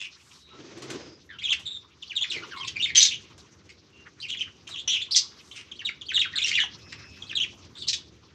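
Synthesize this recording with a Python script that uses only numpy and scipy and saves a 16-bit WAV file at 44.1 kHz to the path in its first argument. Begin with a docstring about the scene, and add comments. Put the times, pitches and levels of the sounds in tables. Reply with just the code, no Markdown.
"""A flock of budgerigars chatters at a food bowl in a sheet-metal aviary.
Thin membranes in each bird's voice box vibrate in quick gliding notes, clean or buzzy, and in harsh
scolding squawks. A four-note phrase keeps coming back, and the metal walls add short echoes.
One bird flutters to a perch, beaks and claws tick, and feathers ruffle.
Faint far-off whistles and a soft rumble and hiss lie underneath."""
import sys
import numpy as np
from scipy import signal
from scipy.fft import rfft, irfft
from scipy.io import wavfile

SR = 44100
rng = np.random.default_rng(int(sys.argv[2]) if len(sys.argv) > 2 else 0)


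def pcm_store(signal):
    """Save signal as 16-bit PCM."""
    levels = np.round(np.clip(np.atleast_2d(signal), -1, 1) * 32767)
    wavfile.write(sys.argv[1], SR, levels.astype(np.int16).T)


N = 367794
TIME = np.arange(N) / SR

# Pitch shapes: multiples of a note's base pitch, at even steps from start to end
SLIDE = [0.96, 0.92, .85, .71, .68]
SAG = [0.98, .88, .8, .73]
DIVE = [1, .87, .74, 0.53, 0.434]
ARCH = [0.8, 0.9, 0.97, .9, .74, 0.49]
RISE = [.77, .88, .96, 1]
HOLD = [1.01, 0.97]
# Gliding notes: t/s, length/s, base pitch f/Hz, level/dB
SLIDES = [(1.432, 0.066, 3720, -29.5), (2.3, 0.026, 4100, -29), (2.6, 0.055, 3500, -36.5),
          (4.219, 0.055, 3270, -37), (4.37, 0.032, 3640, -37), (4.708, 0.059, 4170, -39.5),
          (5.129, 0.025, 4930, -23.5), (6.551, 0.045, 3046, -24), (7.8, 0.059, 4140, -39.5)]   # chirps that slide down
SAGS = [(1.291, 0.076, 1896, -46), (2.333, 0.056, 2675, -35), (2.512, 0.044, 1688, -40.5),
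        (2.87, 0.04, 2720, -32.5), (6.335, 0.042, 2000, -38), (6.576, 0.043, 2156, -27),
        (6.593, 0.054, 3930, -27)]   # lower notes that sink gently
DIVES = [(5.886, 0.017, 2740, -29.5), (6.172, 0.013, 2540, -34.5), (6.226, 0.04, 2885, -32),
         (6.628, 0.014, 1837, -35.5)]   # steep drops that end a call
ARCHES = [(1.487, 0.054, 3593, -22.5), (2.207, 0.041, 3735, -25.5), (2.42, 0.03, 1506, -40),
          (2.818, 0.045, 3900, -23.5), (4.294, 0.062, 3450, -33.5), (4.402, 0.032, 3225, -27.5),
          (6.187, .04, 3970, -21.5), (6.355, .038, 4360, -25.5), (7.399, 0.055, 3390, -25)]   # notes that swing up, then fall
RISES = [(1.385, 0.017, 3350, -38), (1.41, 0.031, 2650, -38.5), (2.562, 0.043, 4490, -44),
         (2.645, 0.031, 4440, -40.5), (3.106, 0.05, 3176, -31.5), (4.201, 0.037, 4800, -41.5),
         (4.381, 0.043, 6370, -51), (4.756, .065, 3566, -36), (5.109, 0.028, 5120, -25.5),
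         (5.512, 0.021, 3510, -42.5), (6.13, 0.014, 3870, -36), (6.369, 0.084, 2595, -36.5),
         (6.527, .035, 3410, -25.5), (7.753, 0.1, 4410, -45), (7.869, 0.018, 4530, -32)]   # notes that climb
# Notes held near one pitch: t/s, length/s, f/Hz, level/dB, roughness (0 is clean)
HELD_NOTES = [(0, 0.034, 2800, -36, 0.75), (0.03, 0.047, 2634, -39.5, 0.76),
              (1.655, 0.035, 3780, -32.5, 0.18), (1.694, 0.09, 3725, -38, 0.06),
              (2.541, 0.12, 1089, -42.5, 0), (2.758, 0.02, 2413, -29.5, 0.16),
              (2.798, 0.019, 2860, -26, 0.08), (2.968, 0.032, 6230, -14.5, 0.02),
              (3.025, 0.016, 6250, -15.5, 0.3), (3.084, .012, 3570, -27, 0.4),
              (3.692, 0.021, 2310, -47.5, 0.83), (4.284, 0.029, 3210, -34.5, 0.72),
              (4.67, 0.023, 2960, -41.5, .9), (4.876, 0.024, 5890, -26.5, 0.1),
              (5.549, 0.071, 2400, -43.5, 1.1), (6.323, 0.011, 1820, -43, 0.9),
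              (6.417, .024, 3500, -25.5, 0.36), (6.439, 0.012, 5660, -28, 0.1),
              (6.44, 0.018, 2790, -23.5, 0.2), (6.508, 0.023, 2080, -27, 0.53),
              (6.588, 0.038, 3010, -25, 0.25), (6.923, 0.0093, 2063, -36, 1.1)]
def chatter():
    """The flock trades six kinds of short note; each gliding kind has a set roughness."""
    out = np.zeros(N)
    kinds = [(SLIDE, SLIDES, .18), (SAG, SAGS, .27), (DIVE, DIVES, .25),
             (ARCH, ARCHES, .18), (RISE, RISES, .42)]
    for shape, notes, rough in kinds:
        for start, length, hz, db in notes:
            add(out, start, chirp(shape, length, hz, db, rough))
    for start, length, hz, db, rough in HELD_NOTES:
        add(out, start, chirp(HOLD, length, hz, db, rough))
    return out


def chirp(shape, length, hz, db, rough=0.11, flutter_db=4.0, wobble=.022):
    """One fluttering note wobbles along a pitch shape and gets rougher as it sinks."""
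    n = int(length * SR)
    glide = np.interp(np.linspace(0, len(shape) - 1, n), np.arange(len(shape)), shape)
    pitch = hz * glide * (1 + wobble * wander(n, 170))
    tone = whistle(pitch, np.minimum(rough + (1 - glide) ** 2, 1))
    flutter = from_db(flutter_db * wander(n, 120))
    return from_db(db) * wall_echoes(unit_power(tone * swell(n, crest=0.42) * flutter))


# How well throat and beak pass each frequency: f/Hz, level/dB
VOICE_COLOUR = [(1000, -15.5), (2600, 0), (3450, 2), (4900, -3), (7600, -1.5), (11000, -14.5)]
def whistle(pitch, rough):
    """A tone and two overtones pass through throat and beak; a forced voice has stronger overtones."""
    phase, strength = voice_box(pitch, rough, buzz_hz=420, jitter=.11, buzz_depth=.2)
    step_db = -19 + 11 * rough + 3 * wander(len(pitch), 170)   # from one overtone to the next
    return strength * sum(from_db(at_hz(VOICE_COLOUR, k * pitch) + (k - 1) * step_db) * np.sin(k * phase)
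                          for k in range(1, 4))


def voice_box(pitch, rough, buzz_hz, jitter, buzz_depth):
    """Membranes vibrate while a fast, uneven buzz shakes their pitch and strength."""
    n = len(pitch)
    buzz = np.sin(phase_of(buzz_hz * (1 + .5 * wander(n, 100))))
    shaken = pitch * (1 + rough * (jitter * wander(n, 700) + buzz_depth * buzz))
    return phase_of(shaken), np.exp(.5 * rough * buzz)


# The returning phrase: t/s, level/dB of its last note
PHRASES = [(2.023, -26), (5.714, -28.5), (6.012, -20.5), (7.22, -25)]
def phrases():
    """A pip, an upward flick, a dive and a louder slide, always in the same rhythm."""
    out = np.zeros(N)
    for start, db in PHRASES:
        add(out, start, chirp(SAG, length=0.012, hz=3900, db=-36))
        add(out, start + 0.043, chirp(RISE, length=0.025, hz=4720, db=db - 25))
        add(out, start + 0.073, chirp(DIVE, length=0.046, hz=3450, db=db - 11.5))
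        add(out, start + 0.132, chirp(SLIDE, length=0.04, hz=4100, db=db))
    return out


# Scolding squawks: t/s, length/s, f/Hz, level/dB
SQUAWKS = [(1.527, 0.0093, 2290, -29.5), (2.312, 0.029, 3050, -35), (2.674, 0.02, 3060, -30.5),
           (2.949, 0.052, 3145, -18), (3.002, 0.043, 3815, -16.5), (3.047, 0.028, 3750, -20),
           (5.154, 0.042, 4900, -17), (6.458, 0.046, 2840, -27.5), (7.879, 0.034, 4100, -24),
           (7.929, 0.022, 3485, -25.5)]
def squawks(throat_width_hz=1420, beak_hz=6190, beak_width_hz=2070, beak_db=-5, spurt_db=3):
    """Driven hard, the membranes shake wildly; tone and puffs of air ring in throat and open beak."""
    out = np.zeros(N)
    for start, length, hz, db in SQUAWKS:
        n = int(length * SR)
        phase, strength = voice_box(np.full(n, hz), 0.61, buzz_hz=248.7, jitter=0.092, buzz_depth=0.05)
        breathy_tone = strength * (np.sin(phase) + 3.2 * rng.standard_normal(n))
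        throat = ring(breathy_tone, hz, throat_width_hz)
        beak = from_db(beak_db) * ring(breathy_tone, beak_hz, beak_width_hz)
        spurts = from_db(spurt_db * wander(n, 180))
        voice = filtered(throat - beak, 1900, "high", order=4) * spurts
        add(out, start, from_db(db) * wall_echoes(unit_power(voice * swell(n, crest=0.33))))
    return out


# The path of one unbroken rasping call: t/s, f/Hz before the dips, level/dB
RASP = [(4.877, 3242, -24.5), (4.939, 3533, -23.5), (4.969, 2900, -26), (4.998, 3000, -36.5),
        (5.025, 3804, -28), (5.044, 3840, -57)]
def rasp(dip=0.05, roll_db=0.5):
    """A longer call rolls in uneven pulses, its pitch dipping on each."""
    out = np.zeros(N)
    start, end = RASP[0][0], RASP[-1][0]
    hz, db = (column[(TIME >= start) & (TIME < end)] for column in in_time(RASP))
    roll = wander(len(hz), 300)
    pitch = hz / (1 + dip * np.exp(roll))
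    tone = whistle(pitch, rough=0.28) * from_db(-roll_db * roll)
    add(out, start, wall_echoes(from_db(db) * unit_power(tone)))
    return out


# How loud the wings are: t/s, level/dB
FLIGHT = [(.45, -70.5), (.58, -48.5), (.86, -44), (.94, -37.5), (1.08, -48), (1.25, -66), (2.27, -68.5),
          (2.37, -43.5), (2.62, -62)]
# Tone colour of the air they push: f/Hz, relative level/dB
WING_AIR = [(130, 2.5), (200, -4), (350, 8), (680, -9.5), (6400, -15.5), (14000, -78.5)]
def wings(beat_hz=17, beat_db=2.0):
    """Each wing stroke pushes a puff of air."""
    flight_db, = in_time(FLIGHT)
    strokes_db = beat_db * np.sin(2 * np.pi * beat_hz * TIME)
    return from_db(flight_db + strokes_db) * coloured_noise(WING_AIR)


# Knocks on wood: t/s, level/dB
TAPS = [(.775, -49), (.821, -38), (0.902, -33.5), (1.595, -45), (3.379, -48.5), (4.69, -40)]
def perch_taps():
    """Wings and claws strike the perches."""
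    out = np.zeros(N)
    for start, db in TAPS:
        add(out, start, click(db, decay_s=0.017))
    return out


def pecks(count=30, db=-56, spread_db=8):
    """Beaks crack seed and tick on the bowl at random moments."""
    out = np.zeros(N)
    for when, softness in rng.random((count, 2)):
        add(out, when * N / SR, click(db - spread_db * softness, decay_s=0.0023))
    return out


def click(db, decay_s):
    """A quick hit makes a burst of noise that dies at once and echoes off the walls."""
    t = np.arange(SR // 10) / SR
    noise = unit_power(filtered(rng.standard_normal(len(t)), [500, 7000], "band"))
    return from_db(db) * wall_echoes(noise * np.exp(-t / decay_s))


# Birds shaking out their feathers: t/s, length/s
RUFFLES = [(0.1, 0.41), (5.34, 0.35)]
def ruffles(gain_db=-55):
    """Feathers slide over each other in a soft swell of hiss."""
    out = np.zeros(N)
    for start, length in RUFFLES:
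        n = int(length * SR)
        hiss = filtered(rng.standard_normal(n), [4000, 11000], "band")
        add(out, start, from_db(gain_db) * hiss * np.hanning(n))
    return out


# Faint calls from far off: t/s, length/s, f/Hz
FAR_CALLS = [(0.394, 0.18, 3855), (0.502, 0.093, 1315), (0.952, 0.22, 4980), (3.922, 0.14, 2770),
             (6.781, 0.42, 5240), (6.796, 0.63, 2570)]
def far_birds(db=-58, wobble=0.035):
    """Thin held whistles, blurred by distance."""
    out = np.zeros(N)
    for start, length, hz in FAR_CALLS:
        n = int(length * SR)
        tone = np.sin(phase_of(hz * (1 + wobble * wander(n, 500))))
        add(out, start, from_db(db) * wall_echoes(unit_power(tone * swell(n, crest=0.46))))
    return out


# How loud the background is: t/s, rumble level/dB, hiss level/dB
BACKGROUND = [(0, -66, -57.5), (1.15, -58, -65), (1.65, -56.5, -55), (1.9, -63.5, -63), (2.4, -59, -48),
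              (2.9, -49.5, -57.5), (3.3, -56.5, -55.5), (3.85, -60.5, -62), (4.7, -56, -57.5),
              (5.45, -61, -52.5), (5.95, -57.5, -61.5), (7.0, -52, -51.5), (7.6, -52.5, -54.5),
              (8.3, -57.5, -61.5)]
# Tone colours of its two parts: f/Hz, relative level/dB
RUMBLE = [(50, -10), (74, 11.5), (380, -1), (650, -14), (1400, -40)]
HISS = [(700, -11.5), (1100, 0), (1700, -5.5), (2800, -3), (6000, -5.5), (8000, -26), (15000, -26)]
TOP_HZ = 15500   # upper edge of the hiss and of the microphone
def background(waver_hz=11, rumble_waver_db=1.3, hiss_waver_db=6):
    """A low outdoor rumble, and a hiss of feathers, husks and leaves whose bands swell separately."""
    rumble_db, hiss_db = in_time(BACKGROUND)
    rumble = from_db(rumble_db + rumble_waver_db * wander(N, waver_hz)) * coloured_noise(RUMBLE)
    edges_hz = np.geomspace(500, TOP_HZ, 8)
    hiss = np.zeros(N)
    for band in zip(edges_hz, edges_hz[1:]):
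        noise = filtered(coloured_noise(HISS), band, "band")
        hiss += noise * from_db(hiss_waver_db * wander(N, waver_hz))
    return rumble + from_db(hiss_db) * unit_power(hiss)


def wall_echoes(sound, early_db=-3, early_s=0.13, tail_db=-14, tail_s=0.3):
    """Metal walls give each perch its own quick, dense echoes and a short, duller ring."""
    t = np.arange(SR // 2) / SR
    early = rng.standard_normal(len(t)) * from_db(-60 * t / early_s)
    tail = filtered(rng.standard_normal(len(t)), 5100, "low") * from_db(-60 * t / tail_s)
    early *= from_db(early_db) / np.linalg.norm(early)
    tail *= from_db(tail_db) / np.linalg.norm(tail)
    direct = t == 0
    heard = signal.fftconvolve(sound, direct + early + tail)
    return heard * np.linalg.norm(sound) / np.linalg.norm(heard)   # same energy as went in


def from_db(db):
    """Turn decibels into a multiplier."""
    return 10 ** (np.asarray(db) / 20)


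def unit_power(x):
    """Scale a sound to an average power of 1."""
    return x / np.sqrt(np.mean(x ** 2) + 1e-20)


def phase_of(hz):
    """Add up a changing pitch into the angle of a sine wave."""
    return 2 * np.pi * np.cumsum(hz) / SR


def in_time(rows):
    """Join a table's points with lines: one value a sample for each column after time."""
    times, *columns = np.transpose(rows)
    return [np.interp(TIME, times, column) for column in columns]


def at_hz(colour, hz):
    """Read a tone colour's level at any frequency."""
    known_hz, db = np.transpose(colour)
    return np.interp(np.log(hz), np.log(known_hz), db)


def add(track, start, sound):
    """Mix a sound in at a start time in seconds."""
    i = max(0, round(start * SR))
    track[i:i + len(sound)] += sound[:N - i]


def filtered(x, hz, kind, order=2):
    """Keep the lows, the highs or a band between."""
    return signal.sosfilt(signal.butter(order, hz, kind, fs=SR, output="sos"), x)


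def ring(x, hz, width_hz):
    """A hollow space favours the frequencies near its own."""
    return signal.lfilter(*signal.iirpeak(hz, hz / width_hz, SR), x)


def wander(n, hz):
    """A random wiggle of typical size 1, up to about the given rate."""
    run_in = SR // 10   # lets the filter settle
    noise = rng.standard_normal(max(n, SR // 2) + run_in)
    return unit_power(filtered(noise[:n + run_in], hz, "low")[run_in:])


def coloured_noise(colour):
    """Steady noise of a given tone colour, fading beyond the ends of its table."""
    hz = np.arange(N // 2 + 1) * SR / N + 1
    fade = (np.minimum(1, hz / colour[0][0]) * np.minimum(1, colour[-1][0] / hz)) ** 3
    spectrum = rfft(rng.standard_normal(N)) * from_db(at_hz(colour, hz)) * fade
    return unit_power(irfft(spectrum, N))


def swell(n, crest):
    """A note grows to its crest (a share of its length) and dies away."""
    progress = np.interp(np.linspace(0, 1, n), [0, crest, 1], [0, .5, 1])
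    return np.sin(np.pi * progress) ** 0.36


def scene():
    """The flock's voices and movements over the outdoor background."""
    voices = chatter() + phrases() + squawks() + rasp()
    movements = wings() + perch_taps() + pecks() + ruffles()
    return (voices + movements + far_birds() + background())[None]


def record(dry):
    """The loudest peaks are softly rounded; the microphone dulls the treble and cuts the very top."""
    rounded = 1.2 * np.tanh(dry / 1.2)
    body = filtered(rounded, 8330, "low", order=8)
    treble = from_db(-8) * filtered(rounded, [8200, 13200], "band")
    top_cut = signal.cheby1(10, .5, TOP_HZ, fs=SR, output="sos")
    return signal.sosfilt(top_cut, body + treble)


dry = scene()
out = record(dry)
pcm_store(out)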